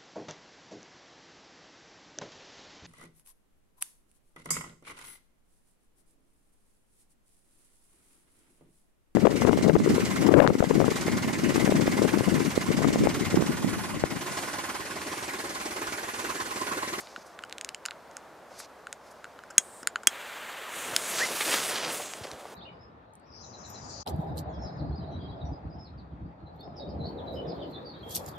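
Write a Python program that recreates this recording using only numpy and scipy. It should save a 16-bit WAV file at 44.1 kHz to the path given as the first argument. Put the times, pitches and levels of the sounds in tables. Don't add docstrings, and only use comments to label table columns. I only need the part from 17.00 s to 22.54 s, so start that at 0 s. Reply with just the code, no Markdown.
import sys
import numpy as np
from scipy import signal
from scipy.fft import rfft, irfft, next_fast_len
from scipy.io import wavfile

SR = 44100
rng = np.random.default_rng(int(sys.argv[2]) if len(sys.argv) > 2 else 0)


def field_ratio(decibels):
    return 10 ** (np.asarray(decibels, dtype=float) / 20)


def unload_audio(sound):
    columns = np.transpose(np.atleast_2d(sound))
    steps = np.round(np.clip(columns, -1, 1) * 32767)
    wavfile.write(sys.argv[1], SR, steps.astype(np.int16))


N = 244529

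# frequency in Hz, density in dB per Hz.
FOREST_SPECTRUM = [(20, -31), (110, -14.5), (350, -7.5), (600, -2), (1050, -6), (1450, -9.5), (2000, -15.5),
                   (2700, -22), (7000, -29), (16000, -39)]
# frequency in Hz, likeness from 0 to 1.
LIKENESS_CURVE = [(60, 0.83), (240, .9), (950, 0.99), (15000, 0.81)]
# start in seconds, peak in dB, pitch in Hz.
BUMP_EVENTS = [(0.178, -42, 260), (1.517, -38, 613), (1.602, -32, 1310), (2.582, -39.5, 255),
               (2.828, -42.5, 263), (3.074, -36.5, 316), (3.928, -44, 140), (5.21, -40.5, 106),
               (5.252, -32, 444), (5.325, -49, 89), (5.454, -33, 690)]
# start, quickest moment and stop in seconds, level in dB and
# brightness in dB, both at the quickest.
STROKE_EVENTS = [(0, .005, 0.23, -55.5, 9), (0.213, 0.27, .35, -64, 2), (1.505, 1.598, 1.66, -53, 7),
                 (2.014, 2.065, 2.09, -66, -3), (2.07, 2.115, 2.9, -70, 10)]
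# start in seconds, peak in dB, length in ms.
STEM_EVENTS = [(5.1365, -21, 0.1), (5.233, -32, 8.2), (5.27, -33, 1.4), (5.315, -26.5, 0.29)]
# time in seconds, level in dB.
GAS_LEVEL = [(2.6, -53.5), (2.83, -53.5)]
# frequency in Hz, density in dB per Hz.
NOZZLE_SPECTRUM = [(3000, -22.5), (6400, -20.5), (7800, -8), (8800, -5.5), (10500, -20), (16000, -29)]
# time in seconds, level in dB.
JET_LEVEL = [(3.08, -44.5), (3.2, -41.5), (3.95, -41)]
# frequency in Hz, density in dB per Hz.
FLAME_SPECTRUM = [(200, -17), (540, -3.5), (1700, 0), (3450, -7), (5400, -19.5), (6600, -15.5),
                  (7800, -14.5), (10000, -20.5), (13000, -20.5), (15600, -23)]
WHISTLE_TIMES = 4.2, 4.225, 4.256
WHISTLE_LEVELS = -35, -22.5, -32
# moment in seconds, peak in dB, centre in Hz.
SPIT_EVENTS = [(4.408, -15.5, 2300), (4.421, -19, 2620), (4.451, -21, 2700), (4.515, -16, 3060),
               (4.54, -15.5, 1820), (4.758, -18, 3100), (4.85, -20.5, 3230), (4.911, -30.5, 1550),
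               (5.0, -27, 750)]
# out in seconds, back in seconds, offset (1 = fully aside).
SWING_MOVES = [(4.14, 4.3, 0.43), (4.504, 4.575, 0.37), (4.655, 4.91, 1.0), (5.17, 5.373, 1),
               (5.403, 5.6, 0.61)]
# low edge in Hz, high edge in Hz.
HOLLOW_BAND = [4170, 5700]
# time in seconds, depth from 0 to 1.
HOLLOW_DEPTH = [(3.95, 0.52), (4.15, 0.15)]
# time in seconds, vigour as sputter level in dB, treble relative to it in dB.
BURN_CURVE = [(3.68, -59, -4), (3.76, -39, -11), (3.85, -40, -10), (3.96, -37.5, -16), (4.11, -34, -14),
              (4.18, -29, -18.5), (4.24, -28, -25), (4.3, -35, -16), (4.36, -34.5, -13.5),
              (4.47, -30.5, -10.5), (4.54, -25.5, -17.5), (4.6, -29.5, -18), (4.68, -32, -12.5),
              (4.78, -32, -30.5), (4.85, -30, -39), (4.93, -36.5, -6), (5.05, -39.5, -15),
              (5.13, -45, -14.5), (5.3, -48, -25.5), (5.54, -53, -21)]
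# time in seconds, level in dB.
ROAR_LEVEL = [(3.68, -55), (3.84, -44), (4.1, -43), (4.2, -38), (4.29, -38.5), (4.38, -45.5), (4.48, -36.5),
              (4.65, -39.5), (4.75, -39), (4.85, -38), (5.04, -42), (5.12, -53), (5.22, -46), (5.54, -49)]
# frequency in Hz, density in dB per Hz.
ROAR_SPECTRUM = [(60, -23), (130, -10.5), (250, -3.5), (550, 2.5), (1300, -7.5)]
# low edge in Hz, high edge in Hz, level over the sputter in dB, share of the swing from 0 to 1.
HISS_LAYERS = [(4460, 5900, -11, 0.032), (6550, 7900, -2.5, 0.43), (8700, 9330, -3, 0.53),
               (9700, 11900, -3, 0.62), (13200, 21000, -8, 0.5)]
# start in seconds, peak in dB, hollow tank in dB and metal parts in dB,
# both relative to the plastic shell, contact in ms.
TORCH_TOUCHES = [(0.071, -35, -1, -13, 0.65), (.161, -25.5, 12, -13, 0.57), (.39, -27.5, 5.5, -14, 0.15),
                 (0.4242, -41, -8, -6, .3), (0.4366, -26.5, 7.5, -7.5, 0.4), (.449, -40, -8, 3, 0.35),
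                 (.496, -35, -5, -6, 0.31), (0.51, -39, -3, -16, 0.23), (.5253, -22.5, -7, -8, 0.19),
                 (.582, -25, -4, -3, 0.33), (.611, -20, -16, -2, 0.35), (0.6466, -18.5, -15, 1, 0.14),
                 (0.69, -19, -18, -2.5, 0.22), (0.7458, -21, -3, -2, 0.34), (0.853, -19, 2.5, -2.5, 0.7),
                 (0.86, -16.5, 4.5, 4, 0.11), (0.8845, -29, 14, -22, 0.43), (0.9089, -23, -11, -14, 0.084),
                 (0.917, -33, 13, -26, 0.53), (1.112, -40.5, -4, -1, 0.33), (1.168, -23.5, 7.5, 7.5, 0.26),
                 (1.8687, -26.5, 14, -6.5, 0.74), (1.9274, -21.5, 3.5, 1.5, 0.27),
                 (2.243, -27, 10, -8, 0.22), (2.2525, -37, 20, -15, 0.23), (2.3896, -33.5, 10, -11, 0.27),
                 (2.436, -35.5, 12, -3, 0.53), (2.5018, -32.5, 19.5, 11, 3.4), (2.5807, 3.5, 2, 5.5, 0.23),
                 (2.8296, -29, 14, 6, 1.44), (2.872, -7, 4.5, 4, 0.37), (2.958, -13.5, 15.5, -11.5, 0.13),
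                 (3.0318, -31, 14, 3, 1.86), (3.0713, 3.5, 3, 1.5, 0.28), (3.933, -27, 15, -5, 2.2),
                 (3.9629, -4.5, -5, -2.5, 0.7)]
# pitch in Hz, level in dB,
# free 60 dB decay in seconds.
TORCH_MODES = [(1433, -4.5, 0.01), (2300, 0.5, 0.0007), (2966, -1, 0.0066), (3285, -10.5, 0.031),
               (4190, -1, 0.0025), (5110, -5, 0.0052), (6590, -5, 0.015), (7125, 1, 0.009),
               (7500, 5.5, 0.0018), (8310, -0.5, 0.011), (9250, -4, 0.0073), (10120, -10.5, 0.012),
               (10770, -7, 0.0039), (13160, -20, 0.0083), (15400, -19.5, 0.0073)]


def rms_one(x):
    return x / np.sqrt(np.mean(x ** 2) + 1e-20)


def in_time(rows, fade_s=0.0047):
    s, *columns = np.transpose(rows)
    t = np.arange(N) / SR
    gate = np.clip(np.minimum(t - s[0] + fade_s, s[-1] + fade_s - t) / fade_s, 0, 1)
    return [gate] + [np.interp(t, s, column) for column in columns]


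def at_hz(points, hz):
    point_hz, values = np.transpose(points)
    return np.interp(np.log(hz), np.log(point_hz), values)


def drift(rate):
    r = np.exp(-80 * np.pi * rate / SR)
    noise = rng.standard_normal(N // 40 + 2002)
    slow = signal.lfilter([1], [1, -2 * r, r * r], noise)[2000:]
    return np.interp(np.arange(N) / 40, np.arange(len(slow)), rms_one(slow))


def ring(clicks, hz, t60):
    r, w = field_ratio(-60 / (t60 * SR)), 2 * np.pi * hz / SR
    return signal.lfilter([0, np.sin(w)], [1, -2 * r * np.cos(w), r * r], clicks + 1e-18)


def thin(x, hz):
    return signal.sosfilt(signal.butter(4, hz, "high", fs=SR, output="sos"), x)


def dull(x, hz):
    return signal.sosfilt(signal.butter(2, hz, fs=SR, output="sos"), x)


def coloured(spectrum, x):
    size = next_fast_len(N)
    hz = np.maximum(np.fft.rfftfreq(size, 1 / SR), 10)
    octaves_beyond = np.abs(np.log2(hz / np.clip(hz, spectrum[0][0], spectrum[-1][0])))
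    gain = field_ratio(at_hz(spectrum, hz) - 24 * octaves_beyond)
    return rms_one(irfft(rfft(x, size) * gain, size)[..., :N])


def air(spectrum, flicker_db, rate, width=0.1):
    mid, side = rng.standard_normal((2, next_fast_len(N)))
    hz = np.maximum(np.fft.rfftfreq(len(side), 1 / SR), 10)
    unlike = np.sqrt(np.clip(1 - at_hz(LIKENESS_CURVE, hz), 0, 1))
    side = irfft(rfft(side) * unlike, len(side)) * width
    return coloured(spectrum, np.array([mid + side, mid - side])) * field_ratio(flicker_db * drift(rate))


def grains(per_s, spread_db):
    sizes = field_ratio(spread_db * np.minimum(rng.exponential(1, N), 5)) * rng.choice([-1, 1], N)
    return sizes * (rng.random(N) < per_s / SR)


def burst(length_ms, noise):
    t = np.arange(len(noise)) / (max(length_ms, 0.03) * SR / 1000)
    return noise * t * np.exp(-t)


def add(out, s, peak_db, sound):
    at = round(s * SR)
    out[at:at + len(sound)] += (field_ratio(peak_db) * sound / np.max(np.abs(sound)))[:N - at]


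def aside(x, offset):
    side = offset * (0.049 * x + 0.3 * np.gradient(x, axis=-1))
    return x + side * np.array([[-1], [1]])


def forest():
    return field_ratio(-51) * air(FOREST_SPECTRUM, flicker_db=0.5, rate=4, width=1.0)


def hum():
    hum_hz, peak_db = 69, np.array([[-72], [-74]])
    return field_ratio(peak_db) * np.sin(2 * np.pi * hum_hz * np.arange(N) / SR)


def trees(x):
    build_s, t60 = 0.0058, 0.079
    t = np.arange(round(0.06 * SR)) / SR
    tail = rng.standard_normal((2, len(t))) * field_ratio(-60 * t / t60) * np.minimum(t / build_s, 1)
    tail = dull(tail[0] + 0.22 * tail[1] * np.array([[1], [-1]]), 8700)
    return field_ratio(-40) * signal.fftconvolve(x[None], tail, axes=1)[:, :N]


def bumps():
    out = np.zeros(N)
    for s, peak_db, hz in BUMP_EVENTS:
        push = burst(120 / hz, np.ones(2500))
        add(out, s, peak_db, thin(ring(push, hz, 2.0 / hz), 0.85 * hz))
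    return out


def rustle():
    swell_db, sag_db_per_s = 10, 25
    calm_db, quick_s = -13, 0.017
    shared = grains(6000 * field_ratio(1.5 * drift(40)), spread_db=1.5)
    fibres = shared + grains(9000, spread_db=1.5)[None] * [[0.12], [-0.12]]
    soft = coloured([(600, -18), (2200, 0), (3300, -3), (4800, 4), (6500, 1), (9000, -16)], fibres)
    bright = coloured([(5000, -0.5), (7000, 1.5), (11000, 4), (16000, -19.0)], fibres)
    out, t = 0, np.arange(N) / SR
    for start, quickest, stop, db, bright_db in STROKE_EVENTS:
        start_db = db - swell_db * min(1, quickest / 0.05)
        stop_db = db - sag_db_per_s * (stop - quickest)
        gate, level_db = in_time([(start, start_db), (quickest, db), (stop, stop_db)])
        tilt_db = calm_db + (bright_db - calm_db) * np.exp(-((t - quickest) / quick_s) ** 2)
        out = out + gate * field_ratio(level_db) * (soft + field_ratio(tilt_db) * bright)
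    return out


def stems():
    out = np.zeros(N)
    noises = rng.standard_normal((len(STEM_EVENTS), 1000))
    for (s, peak_db, length_ms), noise in zip(STEM_EVENTS, noises):
        crack = ring(burst(length_ms, noise), 1800, 0.00019)
        add(out, s, peak_db, thin(dull(crack, 7500), 600))
    return out


def gas_jet():
    (open_gate, gas_db), (lit_gate, jet_db) = in_time(GAS_LEVEL), in_time(JET_LEVEL)
    cold = open_gate * field_ratio(gas_db) * air(NOZZLE_SPECTRUM, flicker_db=0.6, rate=15)
    lit = lit_gate * field_ratio(jet_db) * air(FLAME_SPECTRUM, flicker_db=0.8, rate=18)
    return cold + lit


def whistle():
    start_hz, glide_hz_per_s, top_hz = 1550, 13500, 2060
    gate, db = in_time(list(zip(WHISTLE_TIMES, WHISTLE_LEVELS)), fade_s=0.0047)
    since_start = np.arange(N) / SR - WHISTLE_TIMES[0]
    hz = np.clip(start_hz + glide_hz_per_s * since_start, start_hz, top_hz)
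    breathy_hz = hz * (1 + 0.013 * drift(160))
    return gate * field_ratio(db + 2.1 * drift(120)) * np.sin(2 * np.pi * np.cumsum(breathy_hz) / SR)


def spits():
    out = np.zeros(N)
    noises = rng.standard_normal((len(SPIT_EVENTS), 1500))
    for (s, peak_db, hz), noise in zip(SPIT_EVENTS, noises):
        puff = burst(3.7, noise ** 3)
        pop = ring(puff, hz, 6.4 / hz) + ring(puff, 1.44 * hz, 4.6 / hz)
        add(out, s - 0.003, peak_db, pop)
    return thin(out, 220)


def swing():
    move_s = 0.076
    t = np.arange(N) / SR
    offsets = 0.27
    for out_s, back_s, offset in SWING_MOVES:
        offsets = offsets + offset * np.clip(0.5 + np.minimum(t - out_s, back_s - t) / move_s, 0, 1)
    return offsets


def hollow(x):
    band = signal.sosfiltfilt(signal.butter(2, HOLLOW_BAND, "band", fs=SR, output="sos"), x)
    return x - np.clip(in_time(HOLLOW_DEPTH)[1], 0, 1) * band


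def fuse():
    gate, sputter_db, treble_db = in_time(BURN_CURVE, fade_s=0.021)
    clumps = drift(30)
    bursts = grains(4500 * field_ratio(2.8 * clumps), spread_db=2)
    pitches = np.geomspace(900, 5200, 16)
    dealt = rng.integers(0, 16, N)
    sputter = rms_one(sum(ring(bursts * (dealt == k), hz, 0.45 / hz) for k, hz in enumerate(pitches)))
    breath = air([(800, -20), (1200, 0), (5000, -3), (7000, -25)], flicker_db=1.5, rate=20)
    sputter = dull(thin(sputter, 1000), 5500) + 0.12 * breath
    gases = field_ratio(in_time(ROAR_LEVEL)[1]) * air(ROAR_SPECTRUM, flicker_db=1.2, rate=10)
    for low, high, db, share in HISS_LAYERS:
        band = [(0.84 * low, -14), (low, 0), (high, 0), (1.225 * high, -14)]
        hiss_db = sputter_db + db + share * treble_db
        gases = gases + field_ratio(hiss_db) * air(band, flicker_db=2.2, rate=7)
    return gate * (field_ratio(sputter_db) * sputter + field_ratio(0.7 * clumps) * gases)


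def torch():
    held_t60 = 0.0055
    soft_top_db = -6
    bounce_s, bounce = 0.0027, 0.3
    noises = rng.standard_normal((len(TORCH_TOUCHES), 2600))
    strengths = rng.normal(0, 1, (len(TORCH_TOUCHES), len(TORCH_MODES)))
    out = np.zeros(N)
    for touch, noise, strength in zip(TORCH_TOUCHES, noises, strengths):
        s, peak_db, tank_db, metal_db, contact_ms = touch
        free = np.clip((peak_db + 5) / 7, 0, 1)
        hard = np.clip((peak_db + 14) / 6, 0, 1)
        scrape = burst(contact_ms, noise)
        force = contact_ms * scrape / np.linalg.norm(scrape)
        force[round(contact_ms * SR / 1000)] += 1
        force[round(bounce_s * SR)] += bounce * free
        sound = 0
        for k, ((hz, level_db, t60), own) in enumerate(zip(TORCH_MODES, strength)):
            part_db = tank_db if hz < 2000 else metal_db if hz > 5000 else 0
            part_db += soft_top_db * (1 - hard) * (hz > 8000)
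            decay = t60
            if hz >= 2000:
                decay = min(t60, held_t60) + free * max(t60 - held_t60, 0)
            mode = ring(dull(force, hz), hz, decay)
            gain = (-1) ** k * field_ratio(part_db + level_db + 2.5 * own)
            sound = sound + gain * mode / np.max(np.abs(mode))
        add(out, s, peak_db, thin(sound, 1270))
    return out


def scene():
    hits = torch() + spits() + stems() + whistle()
    burning = aside(hollow(fuse()), swing())
    left_bumps = bumps() * field_ratio(np.array([[1.5], [-1.5]]))
    close = aside(hits, 0.43) + left_bumps + rustle() + gas_jet() + burning
    return close + trees(hits) + hum() + forest()


def band_limit(x):
    return signal.sosfilt(signal.butter(12, 16780, fs=SR, output="sos"), x)


def record(dry):
    topped = signal.sosfilt(signal.cheby2(14, 42, 16000, fs=SR, output="sos"), dry)
    mix = np.clip(thin(topped, 25.3), -1, 1)
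    return band_limit(mix)


dry = scene()
out = record(dry)
unload_audio(out)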